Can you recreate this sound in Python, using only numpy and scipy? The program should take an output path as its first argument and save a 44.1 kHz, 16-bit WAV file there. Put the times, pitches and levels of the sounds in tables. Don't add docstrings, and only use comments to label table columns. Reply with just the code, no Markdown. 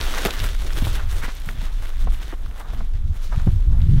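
import sys
import numpy as np
from scipy import signal
from scipy.fft import rfft, irfft
from scipy.io import wavfile
from scipy.ndimage import uniform_filter1d

SR = 44100
rng = np.random.default_rng(int(sys.argv[2]) if len(sys.argv) > 2 else 0)


def bounce(signal):
    frames = np.transpose(np.atleast_2d(signal))
    limited = np.clip(frames, -1, 1)
    pcm = np.round(limited * 32767).astype(np.int16)
    wavfile.write(sys.argv[1], SR, pcm)


N = 176400
TIME = np.arange(N) / SR
TOP_HZ = 15750

# frequency in Hz, strength in dB.
CLOTH_TONE = [(100, -13.5), (250, 4), (600, 0.5), (1000, -0.5), (1450, 1.5), (2600, -3), (3500, -0.5),
              (4900, -8.5), (8500, -1.5), (12000, -2.5), (16000, -6.5)]
# time in seconds, level in dB.
CLOTH_STIR = [(0, -36), (.25, -35), (.37, -42), (.49, -40.5), (.57, -47.5), (.9, -42.5), (1.05, -48.5),
              (1.3, -47.5), (2.3, -59), (2.38, -53), (2.8, -55.5), (3.05, -60), (3.4, -50.5), (3.65, -56.5),
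              (4, -50.5)]
# middle in seconds, rough length in seconds, swish in dB, treble in dB.
CLOTH_SLIDES = [(0.184, 0.043, -32, -41), (0.344, 0.036, -36.5, -42), (0.436, 0.094, -37, -40),
                (0.618, 0.065, -42, -47), (0.671, 0.019, -41, -48), (0.79, 0.19, -43, -44),
                (0.872, 0.072, -41.5, -43), (0.954, 0.057, -39, -42.5), (1.121, 0.09, -44, -46),
                (1.18, 0.063, -41, -44), (1.243, 0.039, -41, -42), (1.491, 0.1, -44.5, -47.5),
                (1.647, 0.093, -45.5, -52), (1.855, 0.22, -48.5, -53.5), (2.008, 0.082, -49, -52),
                (2.144, 0.12, -49.5, -51), (2.266, 0.21, -50, -56), (2.596, 0.069, -51, -52),
                (2.794, 0.055, -51, -62), (3.163, 0.036, -51, -52), (3.244, 0.078, -57, -50.5),
                (3.53, 0.062, -80, -57.5)]


def cloth(split_hz=6000):
    friction = undb(-2) * rng.standard_normal(N)
    nylon = moving_folds(colour(friction + undb(-3.5) * crinkles(), CLOTH_TONE))
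    swish = cut(nylon, split_hz, "low", order=5)
    swish /= np.std(cut(swish, 2500, "high", order=5))
    treble = unit(cut(nylon, split_hz, "high", order=5))
    swish_gain = curve(CLOTH_STIR)
    treble_gain = swish_gain * undb(-6.5)
    catch = undb(1.3 * wander(per_s=55))
    for middle, length, swish_db, treble_db in CLOTH_SLIDES:
        move = swell(middle, length) * catch
        swish_gain = np.hypot(swish_gain, undb(swish_db) * move)
        treble_gain = np.hypot(treble_gain, undb(treble_db) * move)
    return swish * swish_gain + treble * treble_gain


def crinkles(decay_s=0.00075):
    buckles = grains(per_s=650, spread_db=3.5)
    energy = signal.lfilter([1], [1, -np.exp(-2 / (decay_s * SR))], buckles ** 2)
    return unit(np.sqrt(energy) * rng.standard_normal(N))


def moving_folds(rest, flicker_db=2.5):
    out = 0
    for hz in 500 * 2 ** np.arange(5):
        band = cut(cut(rest, hz, "low")[::-1], hz, "low")[::-1]
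        out += band * undb(flicker_db * wander(per_s=30.21))
        rest = rest - band
    return out + rest


# frequency in Hz, strength in dB.
SHEET_TONE = [(80, -2), (200, -3.5), (400, -1), (750, -6.5), (1000, -20.5), (1300, -14), (2500, -14),
              (3500, -16), (5500, -22.5), (11000, -30.5), (16000, -32)]
# start in seconds, peak in dB, decay in seconds.
SHEET_CRACKS = [(0.2514, -5, 0.0025), (0.2554, -10.5, 0.009), (0.2601, -4, 0.0031), (0.2659, -16.5, 0.012),
                (0.27, -18, 0.011)]


def snap():
    out = np.zeros(N)
    for start, db, decay_s in SHEET_CRACKS:
        crack = colour(burst(decay_s, click=4.1), SHEET_TONE)
        add(out, start, peak(crack, db))
    return out


# start in seconds, peak in dB, ring in Hz, decay in seconds.
SHARP_TICKS = [(0.0123, -12, 3500, 0.00059), (0.139, -17.5, 1360, 0.0036), (0.2513, -9.5, 11000, 0.00026),
               (0.2686, -20, 12000, .0008), (0.3075, -14, 3200, 0.0006), (.393, -20, 4600, 0.0016),
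               (0.4012, -18.5, 3580, .001), (.6055, -33, 4500, 0.00097), (.667, -32, 5500, 0.0011),
               (0.732, -24, 4950, 0.002), (1.352, -32, 12100, .0005), (1.401, -33, 9200, 0.00042),
               (1.4605, -31, 9500, .0005), (1.4886, -18.5, 1760, 0.0022), (1.614, -33, 890, 0.0031),
               (2.145, -32, 3000, .002), (2.462, -31, 1250, 0.0011), (2.512, -32.5, 1770, 0.0016),
               (3.3984, -27.5, 1170, 0.0016), (3.817, -31.5, 3300, .0012)]


def ticks():
    out = np.zeros(N)
    for start, db, hz, decay_s in SHARP_TICKS:
        tick = ring(burst(decay_s, click=0.15), hz, width=0.46)
        tick = cut(tick, min(1.8 * hz, TOP_HZ), "low")
        add(out, start, peak(tick, db))
    return out


# start in seconds, peak in dB, ring in Hz, decay in seconds.
STONE_KNOCKS = [(0.821, -26.5, 286, 0.0078), (0.869, -18.5, 306, 0.0063), (1.28, -25.5, 236, 0.0058),
                (1.485, -32.5, 220, 0.0081), (2.072, -23.5, 757, 0.0067), (2.0835, -29.5, 830, 0.0035),
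                (2.3248, -28, 1240, 0.0037), (2.328, -26, 340, 0.0092), (2.339, -28, 1380, 0.0036),
                (2.734, -29, 740, 0.0032), (2.806, -29, 810, 0.0053), (3.324, -30, 680, 0.0062),
                (3.4706, -21, 357, 0.012)]


def knocks(muffle_hz=1500):
    out, t = np.zeros(N), TIME[:SR // 10]
    for start, db, hz, decay_s in STONE_KNOCKS:
        rattle = ring(burst(decay_s, click=0.98), hz, width=1)
        rattle = peak(cut(rattle, muffle_hz, "low"), 0)
        tone = undb(-4) * np.sin(2 * np.pi * hz * t) * np.exp(-t / decay_s)
        add(out, start, peak(rattle + tone, db))
    return out


# start in seconds, length in seconds, level in dB before fading, centre in Hz.
RASPS = [(0.278, 0.022, -22.5, 1010), (0.63, 0.077, -34.5, 403), (0.969, 0.077, -33.5, 1270),
         (1.209, 0.074, -29.5, 1550), (1.276, 0.046, -31.5, 1490), (1.61, 0.17, -45.5, 990),
         (2.3, 0.041, -40, 1510), (2.596, 0.029, -38, 1190), (2.485, 0.41, -42, 1020),
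         (2.717, 0.066, -52, 12500), (3.2, 0.14, -44, 4570), (3.311, 0.057, -30.5, 1070),
         (3.366, 0.1, -40, 970), (3.667, 0.24, -46.5, 840)]


def rasps():
    out, roughness = np.zeros(N), grains(per_s=2500, spread_db=2)
    for start, length, db, hz in RASPS:
        progress = (TIME - start) / length
        fade = np.clip(np.minimum(progress / 0.48, (1 - progress) / 0.99), 0, 1)
        rasp = cut(ring(roughness, hz, width=1), min(1.54 * hz, TOP_HZ), "low", order=4)
        out += undb(db) * fade * unit(rasp)
    return out


# frequency in Hz, strength in dB.
RUMBLE_TONE = [(8, -28), (18, 12), (32, 6), (55, -4), (80, -15), (130, -25.5), (300, -37.5), (1000, -95.5)]
# time in seconds, level in dB.
RUMBLE_LEVELS = [(0, -18.5), (.35, -26), (.6, -16.5), (1.05, -17.5), (1.35, -24.5), (1.75, -21.5),
                 (1.9, -24.5), (2.08, -14.5), (2.2, -24), (2.55, -27), (2.72, -18), (3.3, -20),
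                 (3.55, -14.5), (4, -12)]


def rumble(sway_db=2):
    pressure = steady(colour(rng.standard_normal(N), RUMBLE_TONE))
    return pressure * curve(RUMBLE_LEVELS) * undb(sway_db * wander(per_s=5.5))


# middle in seconds, rough length in seconds, level in dB, upper edge in Hz.
WIND_GUSTS = [(0.428, 0.092, -27.5, 112), (0.87, 0.2, -26.5, 117), (1.086, 0.36, -26.5, 74),
              (2.789, 0.14, -38, 226), (2.954, 0.064, -22.5, 71.5), (3.091, 0.14, -20.5, 81.5),
              (3.515, 0.21, -16.5, 90), (3.702, 0.08, -17.5, 97), (3.952, 0.36, -11.5, 113)]


def gusts():
    out = np.zeros(N)
    turbulence = cut(rng.standard_normal(N), hz=55.4, kind="high", order=3)
    for middle, length, db, hz in WIND_GUSTS:
        out += undb(db) * swell(middle, length) * steady(cut(turbulence, hz, "low", order=4))
    return out


# middle in seconds, level in dB before fading, pitch in Hz, width in seconds.
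LOW_THUMPS = [(0.825, -12, 136, 0.0017), (.872, -10, 69, 0.0056), (1.241, -23.5, 150, 0.0014),
              (1.475, -22, 112, 0.0027), (1.589, -25, 115, 0.0054), (1.631, -30, 166, 0.0024),
              (3.378, -8.5, 96, 0.0032), (3.473, -3, 134, 0.0024), (3.49, -8, 106, 0.0033)]


def thumps():
    out = np.zeros(N)
    for middle, db, hz, width in LOW_THUMPS:
        t = TIME - middle
        out += undb(db) * np.sin(2 * np.pi * hz * t) * np.exp(-.5 * (t / width) ** 2)
    return out


# frequency in Hz, strength in dB.
AIR_TONE = [(100, 7), (300, 10), (800, 6.5), (1400, 2), (2600, -25), (3600, -13), (5000, -32), (16000, -19)]


def distant_air():
    return undb(-58) * unit(colour(rng.standard_normal(N), AIR_TONE))


def undb(db):
    return 10 ** (np.asarray(db) / 20)


def unit(x):
    return x / np.sqrt(np.mean(x ** 2) + 1e-20)


def steady(x, window_s=0.0777):
    return x / np.sqrt(uniform_filter1d(x ** 2, int(window_s * SR)) + 1e-18)


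def peak(x, db):
    return x * undb(db) / np.abs(x).max()


def curve(rows):
    seconds, db = np.array(rows).T
    return undb(np.interp(TIME, seconds, db))


def swell(middle_s, length_s, softness=4.9):
    position = (TIME - middle_s) / (length_s * np.sqrt(softness))
    return np.abs(np.cos(np.pi * np.clip(position, -.5, .5))) ** softness


def colour(x, points):
    hz, db = np.array(points).T
    size = 2 * len(x)
    freqs = np.maximum(np.fft.rfftfreq(size, 1 / SR), 1)
    gain = undb(np.interp(np.log(freqs), np.log(hz), db))
    cepstrum = irfft(np.log(gain))
    cepstrum[1:size // 2] *= 2
    cepstrum[size // 2 + 1:] = 0
    return irfft(rfft(x, size) * np.exp(rfft(cepstrum)))[:len(x)]


def cut(x, hz, kind, order=2):
    return signal.sosfilt(signal.butter(order, hz, kind, fs=SR, output="sos"), x)


def ring(x, hz, width):
    angle = 2 * np.pi * hz / SR
    damping = np.sin(angle) * width / 2
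    return signal.lfilter([damping, 0, -damping], [1 + damping, -2 * np.cos(angle), 1 - damping], x)


def wander(per_s):
    hold = int(SR / per_s)
    steps = np.repeat(rng.standard_normal(N // hold + 1), hold)
    return unit(uniform_filter1d(steps, hold)[:N])


def grains(per_s, spread_db, range_db=14.5):
    size = undb(np.minimum(spread_db * rng.exponential(size=N), range_db))
    hits = rng.random(N) < per_s / SR
    return unit(hits * size * rng.choice([-1, 1], N))


def burst(decay_s, click):
    t = TIME[:SR // 10]
    x = rng.standard_normal(len(t)) * np.exp(-t / decay_s)
    x[0] = 2 * click
    return x


def add(out, start_s, x):
    i = int(start_s * SR)
    out[i:i + len(x)] += x[:N - i]


def scene(overload=0.8):
    pitching = cloth() + rasps() + snap() + ticks() + knocks()
    wind = overload * np.tanh((rumble() + gusts() + thumps()) / overload)
    return (pitching + wind + distant_air())[None]


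def record(dry, fade_out_s=0.012):
    ramp = np.minimum(4 * TIME, TIME[::-1]) / fade_out_s
    fade = np.sin(np.pi / 2 * np.minimum(ramp, 1)) ** 2
    return signal.sosfilt(signal.ellip(10, .2, 80, TOP_HZ, fs=SR, output="sos"), dry * fade)


dry = scene()
out = record(dry)
bounce(out)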